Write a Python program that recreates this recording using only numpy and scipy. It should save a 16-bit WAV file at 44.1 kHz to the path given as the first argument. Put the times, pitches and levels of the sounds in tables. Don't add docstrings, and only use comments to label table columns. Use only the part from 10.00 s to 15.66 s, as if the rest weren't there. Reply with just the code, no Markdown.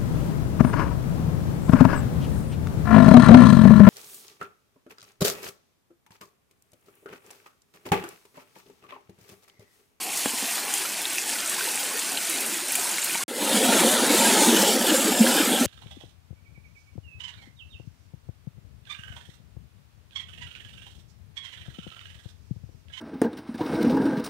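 import sys
import numpy as np
from scipy import signal
from scipy.fft import rfft, irfft, next_fast_len
from scipy.io import wavfile
from scipy.ndimage import map_coordinates

SR = 44100
rng = np.random.default_rng(int(sys.argv[2]) if len(sys.argv) > 2 else 0)


def dump(signal):
    limited = np.clip(np.atleast_2d(signal).T, -1, 1)
    pcm = np.round(limited * 32767).astype(np.int16)
    wavfile.write(sys.argv[1], SR, pcm)


N = 249606
TIME = np.arange(N) / SR
SPRING_END, STREAM_START = 3.2375, 3.281


def amp(db):
    return 10 ** (np.asarray(db) / 20)


def unit(x):
    return x / np.sqrt(np.mean(x ** 2) + 1e-20)


def curves(rows):
    seconds, *columns = np.transpose(rows)
    return [np.interp(TIME, seconds, column) for column in columns]


def wobble(rate):
    return map_coordinates(rng.standard_normal(400), [TIME * rate], mode="wrap")


def filtered(x, response):
    m = next_fast_len(N + 8192)
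    return irfft(rfft(x, m) * response(np.fft.rfftfreq(m, 1 / SR)), m)[:N]


def coloured(x, spectrum):
    f, db = np.transpose(spectrum)
    return unit(filtered(x, lambda hz: amp(np.interp(np.log(hz + 1), np.log(f), db))))


def bell(hz, centre_hz, octaves):
    return np.exp(-.5 * (np.log2((hz + 1) / centre_hz) / octaves) ** 2)


def swept(x, band):
    hz, t, z = signal.stft(x, SR, nperseg=512)
    seconds, *columns = np.transpose(band)
    centre_hz, db, octaves = (np.interp(t, seconds, column) for column in columns)
    gain = amp(db * bell(hz[:, None], centre_hz, octaves))
    return signal.istft(z * gain, SR, nperseg=512)[1][:N]


def patchy(x, depth_db, width_hz, life):
    hz, t, z = signal.stft(x, SR, nperseg=1024)
    knots = rng.standard_normal((300, 300))
    grid = np.meshgrid(hz / width_hz, t / life, indexing="ij")
    field = map_coordinates(knots, grid, order=1, mode="wrap")
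    return unit(signal.istft(z * amp(depth_db * unit(field)), SR, nperseg=1024)[1][:N])


def add(track, s, sound):
    part = track[max(round(s * SR), 0):][:len(sound)]
    part += sound[:len(part)]


def bubble(t, hz, cycles, rise):
    age = t * hz / cycles
    tone = np.sin(2 * np.pi * hz * t * (1 + rise * np.minimum(age, 2) / 2))
    return tone * amp(-60 * age) * (1 - np.exp(-2 * t * hz))


def bubbles(rate, low_hz, high_hz, cycles, rise, spread_db):
    when, size, strength, sign = rng.random((int(rate * N / SR), 4)).T[..., None]
    hz = low_hz * (high_hz / low_hz) ** size
    k = np.arange(int(cycles / low_hz * SR))
    strength_gain = amp(-spread_db * np.log(np.maximum(strength, 1 / 50)))
    rings = hz * strength_gain * np.sign(sign - .5) * bubble(k / SR, hz, cycles, rise)
    positions = (when * N).astype(int) + k
    return unit(np.bincount(positions.ravel(), rings.ravel(), N)[:N])


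def spray(rate, t60, spread_db):
    chance, strength = rng.random((2, N))
    hits = (chance < rate / SR) * amp(-spread_db * np.log(np.maximum(strength, 1 / 100))) ** 2
    power = signal.lfilter([1], [1, -amp(-120 / (t60 * SR))], hits)
    return unit(np.sqrt(power) * rng.standard_normal(N))


# time in seconds, relative level of its spatter in dB.
JET_FORCE = [(0, -34.5), (0.08, -37.5), (0.18, -31.5), (0.32, -33.5), (0.55, -32.5), (0.64, -36.5),
             (0.76, -32.5), (0.9, -34), (1.03, -35.5), (1.13, -33.5), (1.24, -34.5), (1.3, -32),
             (1.45, -35), (1.57, -32), (1.87, -33.5), (1.92, -36), (2.03, -32.5), (2.07, -34.5),
             (2.42, -32.5), (2.5, -34.5), (2.55, -33), (2.64, -35.5), (2.76, -32.5), (2.9, -33),
             (3.22, -32)]
# frequency in Hz, relative density in dB per Hz.
SPATTER_SPECTRUM = [(710, -48), (1200, -19), (1300, -21.5), (1470, -5.5), (1820, -2.5), (2500, 2),
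                    (3790, -3), (4120, -1), (5970, -1.5), (8640, 2.5), (9930, 1), (11000, -9), (14300, -37),
                    (22000, -120)]
MIST_SPECTRUM = [(9000, -10), (10800, 0.5), (12500, 2), (15000, 3), (16000, -31)]
PUDDLE_SPECTRUM = [(60, -50), (125, -26), (160, -8.5), (236, -1), (350, 1), (450, -4), (880, 1),
                   (1170, -4.5), (1450, -5.5), (1900, -8), (3000, -80)]
# time in seconds, centre in Hz, gain in dB, width in octaves.
MIDRANGE_HOLLOW = [(0.15, 1600, -6.5, 0.14), (0.45, 1450, 1, 0.14), (0.85, 1500, 2.5, 0.23),
                   (2.0, 1420, 5, 0.14)]
MIST_DB, MIST_GROWS = -38.5, 0.93
PUDDLE_DB, PUDDLE_WANDER_DB = -39.5, 1


def spring():
    spatter_db, = curves(JET_FORCE)
    mist_db = MIST_DB + MIST_GROWS * (spatter_db - spatter_db[TIME < SPRING_END].mean())
    puddle_db = PUDDLE_DB + PUDDLE_WANDER_DB * wobble(rate=9.87)

    drops = spray(rate=1500, t60=0.15, spread_db=1.5)
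    tinkle = bubbles(rate=220, low_hz=1410, high_hz=4743, cycles=170, rise=0.076, spread_db=0.0)
    pips = bubbles(rate=420, low_hz=1395, high_hz=9240, cycles=11, rise=0.055, spread_db=2.5)
    splashing = patchy(drops + amp(-15.5) * tinkle, depth_db=2.8, width_hz=70, life=.045)
    spatter = coloured(splashing + amp(-9) * pips, SPATTER_SPECTRUM)

    ticks = spray(rate=130, t60=0.005, spread_db=3.0)
    fine_drops = patchy(drops, depth_db=5.0, width_hz=99, life=0.043)
    mist = coloured(fine_drops + amp(-6) * ticks, MIST_SPECTRUM)

    burble = bubbles(rate=110, low_hz=220.5, high_hz=1518, cycles=73, rise=0.23, spread_db=4.0)
    stir = rng.standard_normal(N) + amp(-18.0) * burble
    puddle = coloured(patchy(stir, depth_db=3.0, width_hz=68.7, life=.07), PUDDLE_SPECTRUM)

    mix = amp(spatter_db + 3.0) * spatter + amp(mist_db) * mist + amp(puddle_db) * puddle
    return swept(mix, MIDRANGE_HOLLOW)


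# start in seconds, relative level in dB, centre in Hz, width in octaves.
STONE_SPLATS = [(0.173, -15, 7800, 0.5), (0.58, -21, 1300, 0.85), (0.7383, -11, 8400, .4),
                (1.016, -19, 9000, 0.64), (1.183, -15, 6800, 0.31), (1.4601, -21, 7700, 0.27),
                (1.4761, -19, 8500, .3), (1.496, -13, 8440, .35), (1.6733, -20, 8530, 0.22),
                (1.755, -15, 8700, 0.23), (1.993, -16, 7600, 0.34), (2.297, -14, 9900, 0.37),
                (2.405, -15, 10200, 0.36), (2.4623, -17, 9560, 0.24), (2.683, -19, 8700, .3),
                (2.721, -12.5, 10000, .28), (2.754, -10.5, 8950, 0.4), (2.794, -16.5, 7900, .2),
                (2.8424, -16, 9700, 0.2), (2.912, -18, 7000, 0.19), (2.9832, -21, 8700, 0.28),
                (3.018, -16, 7900, .2), (3.0445, -13.5, 10500, 0.58), (4.965, -12.5, 9050, 0.2)]


def splats(t60=0.026, fallout_db=-12, fallout_t60=0.41):
    out, t = np.zeros(N), np.arange(SR // 10) / SR
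    hz = np.fft.rfftfreq(len(t), 1 / SR)
    fade = amp(-60 * t / t60) + amp(fallout_db - 60 * t / fallout_t60)
    for s, db, centre_hz, octaves in STONE_SPLATS:
        noise = rng.standard_normal(len(t))
        hiss = irfft(rfft(noise) * bell(hz, centre_hz, octaves))
        add(out, s, amp(db - 8.5) * unit(hiss) * fade)
    return out


# start in seconds, relative level in dB, rise in seconds.
DULL_KNOCKS = [(0.2578, -19.5, .0002), (0.272, -30, 0.00086), (0.335, -26, .003), (0.424, -21, 0.0045),
               (0.438, -22, 0.0053)]
# frequency in Hz, relative level in dB, time to fall 60 dB in seconds.
RING_MODES = [(253, 1, 0.044), (483, 0.5, 0.019), (800, 0, 0.022), (1120, -1, 0.015), (1710, 1, 0.009)]


def knock():
    out, t = np.zeros(N), np.arange(SR // 8) / SR
    ring = np.zeros(len(t))
    for k, (hz, db, t60) in enumerate(RING_MODES):
        ring += (-1) ** k * amp(db - 60 * t / t60) * np.sin(2 * np.pi * hz * t)
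    for s, db, rise in DULL_KNOCKS:
        add(out, s, amp(db) * ring * (1 - np.exp(-t / rise)))
    return out


# start in seconds, relative level in dB, bubble pitch in Hz, further gain of the slap in dB.
WATER_PLOPS = [(0.6818, -22.5, 2710, -16), (0.7382, -20, 3290, -10), (0.7921, -26, 3200, -18),
               (1.0542, -19.5, 3690, -2), (1.1822, -14.5, 2620, -7), (1.54, -27, 1850, -14),
               (1.589, -25, 1470, -17), (1.6082, -18, 1520, -17), (1.6422, -21, 4200, -9),
               (1.7754, -22, 2410, -14), (2.1735, -16.5, 3980, -5), (2.7536, -19, 2410, -13),
               (2.855, -26, 955, -7), (2.9836, -15.5, 2180, -10), (3.0954, -18, 2400, -15),
               (3.1487, -19.5, 2320, -15), (3.154, -24, 920, -9), (5.2653, -13, 1630, -20),
               (5.272, -14, 3220, -15)]


def plops(cycles=55, slap_t60=0.023, slap_below=0.27, slap_octaves=0.31):
    out, t = np.zeros(N), np.arange(SR // 12) / SR
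    f = np.fft.rfftfreq(len(t), 1 / SR)
    for s, db, hz, slap_db in WATER_PLOPS:
        noise = rng.standard_normal(len(t))
        slap_hz = hz * 2 ** -slap_below
        slap = irfft(rfft(noise) * bell(f, slap_hz, slap_octaves), len(t))
        add(out, s, amp(db + slap_db) * unit(slap) * amp(-60 * t / slap_t60))
        add(out, s, amp(db - 2.0) * bubble(t, hz, cycles, rise=0.07))
    return out


def fade_in(depth_db, length=0.22):
    done = np.clip((TIME - STREAM_START) / length, 0, 1)
    return amp(-depth_db * (1 + np.cos(np.pi * done)) / 2)


# time in seconds, relative level of its rush in dB.
CHUTE_FLOW = [(3.5, -27), (3.56, -24.5), (3.59, -26.5), (3.64, -25), (3.8, -23.5), (3.89, -25.5),
              (4.04, -27.5), (4.13, -24), (4.33, -24), (4.45, -24.5), (4.67, -25), (4.76, -28), (4.85, -28),
              (4.91, -26), (5.02, -28), (5.12, -27.5), (5.18, -29.5), (5.28, -26), (5.43, -26.5),
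              (5.47, -27), (5.55, -28.5), (5.63, -28.5)]
# time in seconds, relative level of the gurgle in dB.
AIR_FLOW = [(3.5, -26.5), (3.66, -24.5), (3.86, -21.5), (3.96, -29), (4.12, -24), (4.38, -25.5),
            (4.58, -20.5), (4.69, -27), (4.82, -23.5), (4.92, -26), (5.02, -29), (5.11, -22.5), (5.18, -26),
            (5.28, -23), (5.42, -24), (5.5, -24), (5.65, -26)]
# time in seconds, share turned from 0 to 1.
MICROPHONE_TURN = [(4.4, 0.07), (4.8, 0.47)]
# frequency in Hz, relative density in dB per Hz.
GURGLE_SPECTRUM = [(41, -72), (70, -54), (118, -20), (200, -6.5), (221, -2.5), (281, -6), (323, -3.5),
                   (400, -9), (546, -5), (646, -19), (750, -15.5), (980, -55), (1650, -120)]
CHURN_SPECTRUM = [(350, -31), (600, -0.5), (739, -7), (850, -1.5), (1160, -12.5), (1320, -8.5),
                  (1810, -9.5), (1960, -10), (2920, -11), (3600, -8), (4800, -23), (6240, -44),
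                  (10600, -120)]
CHURN_TURNED_SPECTRUM = [(350, -27), (600, -6), (880, -5.5), (1100, -17), (1290, -3), (1680, -2.5),
                         (1990, -13), (2610, -7.5), (3190, -4), (4210, -24), (4800, -22), (6240, -38),
                         (10600, -120)]
FOAM_SPECTRUM = [(2470, -17), (4200, -0.5), (4910, -2.5), (5750, -1.5), (7820, 2), (9620, 1), (10600, -1.5),
                 (14200, -11.5), (15100, -10), (16000, -19)]
FOAM_TURNED_SPECTRUM = [(2470, -27), (4200, -4), (4970, 0.5), (6180, -6.5), (7690, 2), (10500, -8),
                        (11900, -0.5), (13800, -11), (15200, -9), (16000, -20)]
# time in seconds, centre in Hz, gain in dB, width in octaves.
CHURN_OPENING = [(3.35, 1390, -2, .6), (3.68, 1480, -2, 0.38), (3.82, 1400, 1.5, 0.77),
                 (4.3, 1560, -0.5, 0.32), (4.7, 1400, -1, 0.54)]
# time in seconds, centre in Hz, gain in dB, width in octaves.
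FOAM_SHEEN = [(3.45, 6000, -3.5, .25), (4.02, 6100, 0, 0.19), (4.15, 6850, -0.5, 0.092),
              (4.35, 6660, 2.5, 0.12), (4.72, 5570, 5.5, 0.1), (4.98, 5400, -1.5, .1), (5.17, 5250, 2, .08),
              (5.26, 5200, 0.5, 0.23), (5.44, 5200, -0.5, 0.19), (5.495, 5170, -5.5, 0.25),
              (5.57, 5300, -2, 0.21), (5.63, 6300, 7.5, .08)]
CHURN_GROWS = 1.08
GULP_DB = 1


def stream():
    flow_db, = curves(CHUTE_FLOW)
    churn_db = flow_db.mean() + CHURN_GROWS * (flow_db - flow_db.mean())
    gurgle_db = curves(AIR_FLOW)[0] - 0.2 + GULP_DB * wobble(rate=14)
    turned = np.clip(curves(MICROPHONE_TURN)[0], 0, 1)

    def swing(x, facing, aside):
        return (1 - turned) * coloured(x, facing) + turned * coloured(x, aside)

    pockets = bubbles(rate=260, low_hz=179.9, high_hz=931, cycles=33.0, rise=0.095, spread_db=1.35)
    pouring = pockets + amp(4.5) * spray(rate=600, t60=0.05, spread_db=1.0)
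    gurgle = coloured(patchy(pouring, depth_db=1.4, width_hz=63.5, life=.05), GURGLE_SPECTRUM)

    swarm = bubbles(rate=900, low_hz=667.5, high_hz=4570, cycles=57, rise=0.057, spread_db=1.0)
    froth = swarm + amp(9.0) * spray(rate=1300, t60=0.1, spread_db=0.5)
    froth = patchy(froth, depth_db=3.5, width_hz=55, life=.045)
    churn = swept(swing(froth, CHURN_SPECTRUM, CHURN_TURNED_SPECTRUM), CHURN_OPENING)

    fizz = patchy(spray(rate=1600, t60=0.099, spread_db=1.75), depth_db=3.0, width_hz=85, life=.07)
    foam = swept(swing(fizz, FOAM_SPECTRUM, FOAM_TURNED_SPECTRUM), FOAM_SHEEN)

    rush = amp(churn_db + 0.7) * churn + amp(flow_db + 2.0) * foam
    return fade_in(depth_db=12) * (amp(gurgle_db) * gurgle + rush)


# start in seconds, relative level in dB, pocket pitch in Hz.
POCKET_GLUGS = [(3.305, -13.5, 397), (3.325, -14, 500), (3.535, -5.5, 225), (3.639, -8, 256),
                (3.747, -10.5, 265), (3.842, 3.5, 502), (3.862, -3, 875), (3.931, -9, 231),
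                (4.014, -8.5, 244), (4.096, -1.5, 285), (4.104, -6, 820), (4.138, -1.5, 346),
                (4.196, -10, 240), (4.311, -1.5, 244), (4.412, -3, 294), (4.471, -2, 239), (4.52, -1, 322),
                (4.622, -7, 328), (4.757, -3, 263), (4.884, -8, 253), (4.915, -1, 307), (4.936, 6.5, 513),
                (5.2, 5.5, 221), (5.395, -1.5, 308), (5.604, 1, 245)]


def glugs(cycles=18, swell=0.012):
    out, t = np.zeros(N), np.arange(SR // 6) / SR
    for s, db, hz in POCKET_GLUGS:
        boom = bubble(t, hz, cycles, rise=0.067)
        add(out, s, amp(db) * boom * (1 - np.exp(-(t / swell) ** 2)))
    return out


# time of the peak in seconds, length in seconds, relative level in dB, centre in Hz.
BOULDER_SLOPS = [(4.676, 0.11, -29, 3100), (4.9, 0.074, -33, 3320), (5.385, 0.088, -30, 3060),
                 (5.545, 0.08, -28, 3350)]


def slops(octaves=0.14):
    out = np.zeros(N)
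    cloud = bubbles(rate=1000, low_hz=2440, high_hz=4170, cycles=60, rise=0.046, spread_db=0.5)
    for s, length, db, centre_hz in BOULDER_SLOPS:
        band = unit(filtered(cloud, lambda hz: bell(hz, centre_hz, octaves)))
        out += amp(db) * band * np.exp(-(2 * (TIME - s) / length) ** 2)
    return out


def scene():
    at_spring, at_stream = TIME < SPRING_END, TIME > STREAM_START
    mono = (spring() + knock()) * at_spring
    mono += (stream() + glugs() + slops()) * at_stream
    mono += (splats() + plops()) * (at_spring | at_stream)
    return np.array([mono, mono])


def record(dry, low_cut_hz=125, top_hz=15900):
    high_pass = signal.butter(3, low_cut_hz, "highpass", fs=SR, output="sos")
    thin = signal.sosfilt(high_pass, dry)
    return np.array([filtered(x, lambda hz: 1 / (1 + (hz / top_hz) ** 200)) for x in thin])


dry = scene()
out = record(dry)
dump(out)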